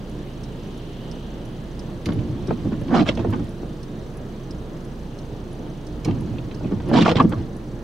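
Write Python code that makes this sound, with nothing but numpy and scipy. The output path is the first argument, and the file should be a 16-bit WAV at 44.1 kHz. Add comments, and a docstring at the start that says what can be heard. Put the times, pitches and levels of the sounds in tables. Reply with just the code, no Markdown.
"""A car waits in the rain: engine orders and valve ticks idle under fan hum and noise-band airflow.
From the first moment an indicator relay ticks and tocks; wet tyres hiss past, filtered noise.
Heavy drops tap the roof now and then. At 2 s the wipers sweep up and back, stick-slip pulses and jolts
ringing the screen, the rubber juddering on the drier return. Near 4 s there is a faint far squeal,
and at 6 s a second sweep. The small cabin briefly answers relays, drops and wipers."""
import sys
import numpy as np
from scipy import signal
from scipy.fft import rfft, irfft, next_fast_len
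from scipy.io import wavfile
from scipy.ndimage import uniform_filter1d, map_coordinates

SR = 44100
rng = np.random.default_rng(int(sys.argv[2]) if len(sys.argv) > 2 else 0)


def to_wav(s):
    """Save 16-bit WAV."""
    ch = np.atleast_2d(s).T  # columns
    pcm = np.round(np.clip(ch, -1, 1) * 32767)  # PCM
    wavfile.write(sys.argv[1], SR, pcm.astype(np.int16))


N = 345303

# Steady airflow and rumble: centre_hz, relative density_db
CABIN_AIR = [(28, -24), (40, -8), (47, -26), (56, 5.5), (70, -8.5), (110, 0.5), (150, -0.5), (230, -1),
             (275, -7), (330, -9), (420, -7.5), (520, -11), (713, -17), (1450, -26.5), (2200, -41.5),
             (4800, -92)]
# Wet-road hiss: centre_hz, relative density_db
SPRAY = [(880, -6.5), (1500, -6), (1620, 2.5), (2180, -3.5), (3020, -3), (4020, -3.5), (5040, -8),
         (6140, -12), (7040, -14), (15800, -24)]
# Tyres passing outside: time_s, level_db
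TYRE_LEVEL = [(0, -59), (.8, -53), (1.2, -52.5), (2, -61.5), (2.8, -58), (4, -63.5), (6, -60.5),
              (7.83, -81)]
# Blower hum: centre_hz, width_hz, level_db (rms)
FAN_HUM = [(301.6, 4.7, -45), (346.6, 11, -45.5)]
# Thin steady tones: pitch_hz, level_db (rms)
WHINES = [(8899, -89), (15622, -87)]
# A faint far squeal, perhaps brakes: time_s, level_db
SQUEAL_LEVEL = [(3.8, -80), (3.9, -63), (4.02, -63), (4.12, -80)]
# Likeness of left and right in the noise beds: centre_hz, correlation
STEREO_LIKENESS = [(60, 0.94), (130, 1), (290, 0.92), (640, 0.79), (1410, 0.24), (3100, 0.53), (6820, 0.24),
                   (15000, 0.77)]
# Engine firing rate: time_s, firing_hz
FIRING_RATE = [(0, 26.92), (.6, 26.92), (1.4, 26.78), (2, 26.79), (2.5, 26.67), (3, 26.76), (3.5, 26.91),
               (4.6, 26.95), (5.5, 26.83), (6, 26.89), (6.5, 26.62), (7, 26.81), (7.83, 26.9)]
# Engine orders: multiple of the firing rate, level_db (rms)
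ENGINE_ORDERS = [(1, -39.5), (2, -44.5), (3, -60), (4, -60), (5, -44.5), (6, -55), (7, -75)]
# Valve gear resonances: centre_hz, width_hz, relative gain_db
VALVE_MODES = [(6000, 390, 19), (7000, 500, -1), (4200, 900, -21), (9000, 900, -1)]
# Heavy drops on the roof: start_s, level_db
ROOF_DROPS = [(1.086, -27), (3.63, -18.5), (5.665, -23), (6.337, -31), (6.607, -19.5)]
# Indicator relay closing, then opening: centre_hz, width_hz, relative gain_db
TICK_MODES = [(10900, 130, 3), (11200, 150, -4), (10700, 200, -10), (5900, 900, -11)]
TOCK_MODES = [(5300, 490, 3.5), (5760, 940, -2), (6600, 500, -22), (4300, 620, -3), (9000, 640, -10.5)]
# Wiper relay resonances: centre_hz, width_hz, relative gain_db
SWITCH_MODES = [(2260, 440, -0.5), (3100, 310, 1), (4330, 1260, -0.5), (6400, 2200, -5.5),
                (8800, 550, -6.5), (11500, 1000, -19)]
# Wiper relay clicks: start_s, level_db, treble tilt_db per octave
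SWITCH_CLICKS = [(2.057, -29.5, -4.5), (3.3034, -47, 11), (3.4406, -53, 7), (6.047, -31.5, -3),
                 (7.2932, -48, 13)]
# Starts of the wiper sweeps: start_s
SWEEP_STARTS = [2.057, 6.047]
# Load on the wiper motor, alike in every sweep: time_s after the start, gearbox rumble level_db
MOTOR_LOAD = [(-.004, -43), (.004, -19), (.2, -23.5), (.4, -30), (.58, -25.5), (.8, -25.5), (1.0, -27),
              (1.2, -20.5), (1.36, -20.5), (1.43, -43)]
# The rubber grabs and judders: start_s, rise_s, hold_s, drone_db, rub_db, scrape_db
RUBBER_GRABS = [(2.062, 0.032, 0.013, -21, -39, -57), (2.481, 0.01, 0.038, -20.5, -38, -59),
                (2.639, 0.0072, 0.025, -18.5, -57, -73), (2.709, 0.012, 0.013, -17, -35, -69),
                (2.862, .065, 0.009, -10.5, -24.5, -51), (2.926, 0.026, 0.033, -13, -16.5, -31),
                (2.974, 0.026, 0.022, -7.5, -21.5, -33.5), (3.041, 0.025, .01, -28.5, -26, -36),
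                (3.069, 0.019, 0.0043, -24, -22, -27), (3.1, 0.0087, 0.007, -33, -36, -39),
                (3.163, 0.011, 0.035, -28, -39, -46.5), (3.239, .015, 0.023, -20.5, -50, -70),
                (3.317, 0.0095, 0.016, -25, -25.5, -73), (3.375, 0.017, 0.017, -24.5, -55, -76),
                (6.047, 0.033, 0.012, -17, -37.5, -53), (6.632, 0.014, 0.0069, -21.5, -54, -70),
                (6.699, 0.021, 0.013, -15.5, -36, -73), (6.84, .065, 0.032, -15, -31.5, -49),
                (6.924, .014, 0.052, -9.5, -16.5, -28.5), (6.989, 0.018, 0.021, -10, -21.5, -26.5),
                (7.04, 0.012, .025, -16.5, -21, -28.5), (7.08, 0.011, 0.029, -19, -19.5, -31),
                (7.139, 0.017, 0.028, -22, -28, -41), (7.188, 0.0098, 0.014, -9, -13.5, -38.5),
                (7.225, 0.011, 0.021, -12.5, -39, -70), (7.31, 0.014, 0.0059, -32, -24, -64)]
# Jolts of blade and linkage: start_s, knock_db, knock_hz, thump_db, crack_db
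BLADE_JOLTS = [(2.064, -12, 640, -18, -40), (2.087, 3, 490, 12.5, -27), (2.12, -12, 530, -23, -29),
               (2.188, -30, 460, -12, -34), (2.483, -13, 910, 10.5, -40), (2.506, 8, 530, -12, -34),
               (2.652, -7, 455, 2, -53), (2.726, -11, 465, 0, -45), (2.813, -10, 495, 2, -38),
               (2.881, -20, 525, -8, -33), (2.908, 1, 465, -3, -47), (2.94, 10, 450, -3, -24),
               (2.993, -9, 510, -8, -18), (3.007, -20, 485, -8, -20), (3.064, -10, 550, -12, -30),
               (3.077, -20, 450, -6, -32), (3.088, -9, 1250, -8, -12), (3.112, -11, 900, -18, -41),
               (3.172, -4.5, 590, -4, -27.5), (3.192, -6, 810, -7, -36), (3.246, 2.5, 460, -11, -51),
               (3.333, -2.5, 545, -14, -28), (3.393, -10.5, 670, -26, -44), (6.055, -2, 455, -3, -40),
               (6.082, -5, 490, 4.5, -37), (6.109, -4.5, 460, -16, -27.5), (6.383, -15, 500, -10, -31),
               (6.511, -17, 540, -27, -31.5), (6.644, -12, 450, 5, -55), (6.718, -2.5, 480, -22, -47),
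               (6.801, -8.5, 660, -14, -37), (6.913, 7, 460, -19, -45), (6.946, 9.5, 455, 3, -32),
               (6.958, 4, 1000, -8, -14.5), (6.976, 2, 450, 11, -21), (7.016, -9, 450, 14, -15),
               (7.058, 12, 1160, -12, -26), (7.078, 10, 810, -9, -16), (7.091, -2, 920, -1, -13.5),
               (7.113, -1, 760, -30, -14), (7.156, -28, 480, 17, -17), (7.167, -7.5, 715, -18, -12),
               (7.183, -1, 835, -2, -21), (7.197, 1, 905, -2, -20), (7.204, 3, 750, -3, -19),
               (7.244, -4, 485, -16, -46), (7.323, -9, 510, -16, -30), (7.385, -19, 625, -19, -52)]
# Low, middle and high modes of the screen: centre_hz, width_hz, relative gain_db
SCREEN_LOW = [(167, 38.6, -0.5), (226.6, 33.7, 4), (319.6, 74, 1)]
SCREEN_MIDDLE = [(458, 67, 1.5), (654, 57, -2), (834, 220, -4.5), (1197, 152, -3.5), (1420, 520, -6.5)]
SCREEN_HIGH = [(1950, 1130, 0), (2930, 456, 4), (3154, 393, 5), (4430, 960, -3), (5280, 930, -7),
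               (8000, 2200, -12.5), (9800, 6000, -14)]
# Bulkhead under the wiper motor: centre_hz, width_hz, relative gain_db
BULKHEAD_MODES = [(79, 114, -4.5), (118.2, 47.4, 2)]
# The soft blade passes little treble: centre_hz, gain_db
RUBBER_DAMPING = [(6000, -2.5), (8500, -5.5), (11500, -27), (15000, -41)]
# Decay of the cabin's answer: centre_hz, t60_s
CABIN_DECAY = [(100, .12), (1000, .05), (8000, .035)]
# Stereo balance of the steady sounds, then of the near ones: centre_hz, left minus right_db
STEADY_BALANCE = [(60, -3), (150, -2.5), (380, 0), (950, 1), (2380, -1), (5980, -1.0), (15000, -0.5)]
NEAR_BALANCE = [(60, -3.5), (150, -2.5), (380, -0.5), (950, 0.0), (2380, -3.0), (5980, -4.0), (15000, -0.5)]

RUMBLE_DB, HISS_DB, HISS_FADE_DB_PER_S = -34, -52.5, 0.21  # the hiss thins slowly
FLASHER_S, CLOSES_S, OPENS_S = .67895, .0967, .4344  # indicator period and first contacts
TICK_DB, BOUNCE_S, BOUNCE_DB = -32, .003, 1  # the closing contact strikes, then bounces once
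DRONE_DB, RUB_DB, SCRAPE_DB = -1.5, -23.5, -34.5  # gliding blade, relative to the motor load
SCRAPE_FOLLOWS = 0.14  # the scrape swings less than the load
SLIPS_PER_S = 160  # before random wander
GRAB_RELEASE_S = 0.024
CRACK_HZ, JOLT_T60_S = 2560, 0.029
TOP_HZ = 15790


def amp(db):
    """Decibels to linear gain."""
    return 10 ** (np.asarray(db) / 20)


def unit(x):
    """x scaled to an rms of 1."""
    return x / np.sqrt(np.mean(x ** 2) + 1e-20)


def along(points, hz):
    """(Hz, value) points read on a log frequency axis."""
    f, v = np.transpose(points)
    return np.interp(np.log(hz + 1), np.log(f + 1), v)


def curves(rows, outside=None):
    """One value per sample for each column after the time."""
    s, *cols = np.transpose(rows)
    return [np.interp(np.arange(N) / SR, s, c, outside, outside) for c in cols]


def wobble(rate):
    """A smooth random curve, rate knots a second."""
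    knots = rng.standard_normal(int(N * rate / SR) + 4)
    return map_coordinates(knots, [np.arange(N) * rate / SR])


def filtered(x, response):
    """x times a complex response of frequency."""
    m = next_fast_len(N + SR // 2)
    return irfft(rfft(x, m) * response(np.fft.rfftfreq(m, 1 / SR)), m)[..., :N]


def resonant(x, modes):
    """x through causal resonances of alternating sign, scaled so that white noise keeps its rms."""
    def shape(f):
        return sum((-1) ** k * amp(db) * 1j * f * w / (c * c - f * f + 1j * f * w)
                   for k, (c, w, db) in enumerate(modes))
    power = np.mean(abs(shape(np.arange(1, SR // 2, 2.))) ** 2)
    return filtered(x, shape) / np.sqrt(power)


def peaked(x, hz, q):
    """x through one broad resonance."""
    return signal.lfilter(*signal.iirpeak(np.clip(hz, 200, 9000), q, SR), x)


def bursts(times, db, t60, attack=0.00014, alike=0):
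    """Noise that starts quickly and dies away; alike is the share that repeats from burst to burst."""
    x, t = np.zeros(N + SR), np.arange(SR // 5) / SR
    habit = alike * rng.standard_normal(len(t))
    for s, level, life in np.broadcast(times, db, t60):
        noise = habit + np.sqrt(1 - alike ** 2) * rng.standard_normal(len(t))
        envelope = amp(level - 60 * t / life) * (1 - np.exp(-t / attack))
        x[round(s * SR):][:len(t)] += envelope * noise
    return x[:N]


def pulses(rate, start=0):
    """Sample indices where the running count of cycles passes a whole number."""
    return np.flatnonzero(np.diff(np.floor(np.cumsum(rate) / SR + start)))


def rush(spectrum, patchy_db):
    """Stereo noise of rms 1 with patches of random gain, partly shared by left and right."""
    z = signal.stft(rng.standard_normal((2, N)), nperseg=512)[2]
    field = uniform_filter1d(rng.standard_normal(z.shape[1:]), 6, 0)
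    field = uniform_filter1d(field, 10, 1)
    pair = signal.istft(z * amp(patchy_db * unit(field)), nperseg=512)[1][:, :N]

    def mid_side(hz):
        turn = np.arccos(np.clip(along(STEREO_LIKENESS, hz), -1, 1)) / 2
        return amp(along(spectrum, hz)) * [np.cos(turn), np.sin(turn)]
    mid, side = filtered(pair, mid_side)
    return unit(np.array([mid + side, mid - side]))


def lean(x, balance):
    """Left and right hear each band at their own strength."""
    return filtered(x, lambda hz: amp(np.outer([.5, -.5], along(balance, hz))))


def air():
    """Noise beds for rumble, hiss and passing tyres; narrow resonances hum and squeal, sines whine."""
    t = np.arange(N) / SR
    hum = sum(amp(db) * resonant(rng.standard_normal(N), [(hz, w, 0)]) for hz, w, db in FAN_HUM)
    tones = sum(np.sqrt(2) * amp(db) * np.sin(2 * np.pi * hz * t) for hz, db in WHINES)
    squeal_db, = curves(SQUEAL_LEVEL, -200)
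    squeal = amp(squeal_db) * resonant(rng.standard_normal(N), [(3700, 90, 0)])
    flutter_db = .7 * wobble(9)
    rumble = amp(RUMBLE_DB + flutter_db) * rush(CABIN_AIR, patchy_db=0.0)
    hiss = amp(HISS_DB - HISS_FADE_DB_PER_S * t) * rush(SPRAY, patchy_db=1.5)
    tyres_db, = curves(TYRE_LEVEL)
    tyre_bands = [(1500, -29), (2400, -4.0), (3000, 7.0), (3500, 0.5), (4200, -3.5), (6000, -31)]
    tyres = amp(tyres_db) * rush(tyre_bands, patchy_db=-0.1)
    return hum + tones + squeal + rumble + hiss + tyres


def engine():
    """Low orders of the firing rate shake the shell; the valve gear ticks once per firing."""
    rate, = curves(FIRING_RATE)
    turn = 2 * np.pi * (np.cumsum(rate) / SR + .11)
    hum = np.zeros(N)
    for k, db in ENGINE_ORDERS:
        unsteady_db = 0.26 * k * wobble(2.5)  # higher orders are less steady
        hum += np.sqrt(2) * amp(db + unsteady_db) * np.cos(k * turn)
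    at = pulses(rate, .02) / SR
    scatter_db = 1.3 * rng.standard_normal(len(at))
    ticks = bursts(at, -54.5 + scatter_db, 0.058, 0.0018, alike=0.61)
    return hum + resonant(ticks, VALVE_MODES)


def drops():
    """Single heavy drops tap the roof; the lining muffles them."""
    s, db = np.transpose(ROOF_DROPS)
    taps = bursts(s, db, .02, .001, alike=.7)
    roof = resonant(taps, [(350, 180, 2), (740, 550, -1.0), (1300, 800, -11.0)])
    return filtered(roof, lambda hz: 1 / (1 + 1j * hz / 1400) ** 3)


def relays():
    """Contact strikes and noise bursts ring the indicator relay in a steady beat; wiper relay clicks join."""
    beat = np.arange(int(N / SR / FLASHER_S) + 1) * FLASHER_S
    strikes = np.zeros(N)
    strikes[((beat + CLOSES_S) * SR).astype(int)] = amp(TICK_DB)
    strikes[((beat + CLOSES_S + BOUNCE_S) * SR).astype(int)] = amp(TICK_DB + BOUNCE_DB)
    tick = resonant(strikes, TICK_MODES)
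    tock = resonant(bursts(beat[:-1] + OPENS_S, -43.5, 0.042, alike=0.41), TOCK_MODES)
    switch = np.zeros(N)
    for s, db, tilt in SWITCH_CLICKS:
        tilted = [(hz, w, g + tilt * np.log2(hz / 4000)) for hz, w, g in SWITCH_MODES]
        switch += resonant(bursts(s, db, 0.049), tilted)
    return filtered(tick + tock, lambda hz: 1 / (1 + (hz / 12000) ** 12)) + switch


def effort():
    """Gains of drone, rub, scrape and rumble: the motor's load through each sweep, grabs on top of the first three."""
    t = np.arange(N) / SR
    since, db = np.transpose(MOTOR_LOAD)
    load_db = np.max([np.interp(t - s, since, db, -200, -200) for s in SWEEP_STARTS], axis=0)
    scrape_db = np.where(load_db > -200, db.max() + SCRAPE_FOLLOWS * (load_db - db.max()), -200)
    gains = amp([load_db + DRONE_DB, load_db + RUB_DB, scrape_db + SCRAPE_DB])
    for s, rise, hold, *levels_db in RUBBER_GRABS:
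        corners = np.cumsum([0, rise, hold, GRAB_RELEASE_S])
        shape = np.interp(t - s, corners, [0, 1, 1, 0]) ** 2
        gains = gains + amp(levels_db)[:, None] * shape
    return *gains, amp(load_db)


def jolts():
    """Each jolt is a few quick blows on the screen and a short crack."""
    thump, knock, crack = np.zeros((3, N))
    t = np.arange(SR // 12) / SR
    fade = amp(-60 * t / JOLT_T60_S) * (1 - np.exp(-t / 0.00064))
    for s, knock_db, knock_hz, thump_db, crack_db in BLADE_JOLTS:
        span = slice(round(s * SR), round(s * SR) + len(t))
        blows = np.zeros(len(t))
        blow_s = np.array([0, .004, .009]) * rng.uniform(.8, 1.2)
        blows[(SR * blow_s).astype(int)] = [1, -.5, .25]  # the blade rebounds
        thump[span] += amp(thump_db) * blows
        rough = blows + 0.32 * fade * rng.standard_normal(len(t))
        knock[span] += amp(knock_db) * peaked(rough, knock_hz, 1.82)
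        crack[span] += amp(crack_db) * fade * peaked(rng.standard_normal(len(t)), CRACK_HZ, 1.6)
    return thump, knock, crack


def squeaks(at, centre_hz, spread, cycles):
    """A short damped tone at each slip; its pitch drifts as the contact moves along the blade."""
    draw = rng.standard_normal((len(at), 2))
    hz = centre_hz * np.exp(spread * (wobble(30)[at] + 0.56 * draw[:, 0]))[:, None]
    t = np.arange(SR // 60) / SR
    envelope = amp(4.6 * draw[:, 1:] - 60 * t * hz / cycles)
    tone = envelope * np.sin(2 * np.pi * np.minimum(hz, 12000) * t)
    places = at[:, None] + np.arange(len(t))
    return unit(np.bincount(places.ravel(), tone.ravel(), N)[:N])


def wipers():
    """The rubber sticks and slips; slips and jolts ring the low, middle and high modes of the screen."""
    drone, rub, scrape, rumble = effort()
    at = pulses(SLIPS_PER_S * amp(1.5 * wobble(60)))
    slips = np.zeros(N)
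    slips[at] = amp(2 * rng.standard_normal(len(at)))
    decay = amp(-60 * np.arange(SR // 50) / SR / 0.027)
    chatter = signal.fftconvolve(slips, decay)[:N]
    grit = unit(chatter * rng.standard_normal(N))  # hisses just after each slip
    push = unit(slips) + 0.99 * rng.standard_normal(N)
    thump, knock, crack = jolts()
    low = resonant(drone * unit(push) + thump, SCREEN_LOW)
    low += resonant(rumble * rng.standard_normal(N) + 0.58 * thump, BULKHEAD_MODES)
    middle = resonant(rub * unit(push + 1.1 * grit) + knock, SCREEN_MIDDLE)
    middle += 0.71 * rub * squeaks(at, 930, 0.39, 31)
    # Heavy modes answer only slow forces
    corner_hz = np.array([[500], [1800]])
    low, middle = filtered(np.array([low, middle]), lambda hz: 1 / (1 + 1j * hz / corner_hz) ** 2)
    high = resonant(.85 * scrape * grit + crack, SCREEN_HIGH)
    high += .4 * scrape * squeaks(at, 3000, .3, 35)
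    return filtered(low + middle + high,
                    lambda hz: amp(along(RUBBER_DAMPING, hz)) * (1j * hz / (60 + 1j * hz)) ** 2)


def cabin(x):
    """Stereo noise tails, each frequency dying at its own speed, are redrawn twenty times a second."""
    hop = SR // 40
    wet, fade = np.zeros((2, N + SR)), signal.windows.hann(2 * hop, sym=False)
    for k in range(0, N - 2 * hop, hop):
        if k % (2 * hop) == 0:
            hz, t, z = signal.stft(rng.standard_normal((2, SR // 8)), SR, nperseg=128)
            decay = amp(-60 * t / along(CABIN_DECAY, hz)[:, None])
            tail = signal.istft(z * decay, SR, nperseg=128)[1]
        piece = (x[k:k + 2 * hop] * fade)[None]
        answer = signal.fftconvolve(piece, tail / np.linalg.norm(tail[0]), axes=1)
        wet[:, k:k + answer.shape[1]] += answer
    return filtered(wet[:, :N], lambda hz: amp(along([(330, -15.0), (480, -6), (8000, -1)], hz)))


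def scene():
    """Steady sounds and near events, each group with its own stereo balance."""
    steady = air() + engine()
    near = drops() + relays() + wipers()
    return lean(steady, STEADY_BALANCE) + lean(0.94 * near + cabin(near), NEAR_BALANCE)


def record(dry):
    """A soft limit rounds off the highest peaks; nothing is kept outside the band limits."""
    soft = dry / (1 + abs(dry / .95) ** 4) ** (1 / 4)
    return filtered(soft, lambda hz: (hz < TOP_HZ) * (hz > 15))


dry = scene()
out = record(dry)
to_wav(out)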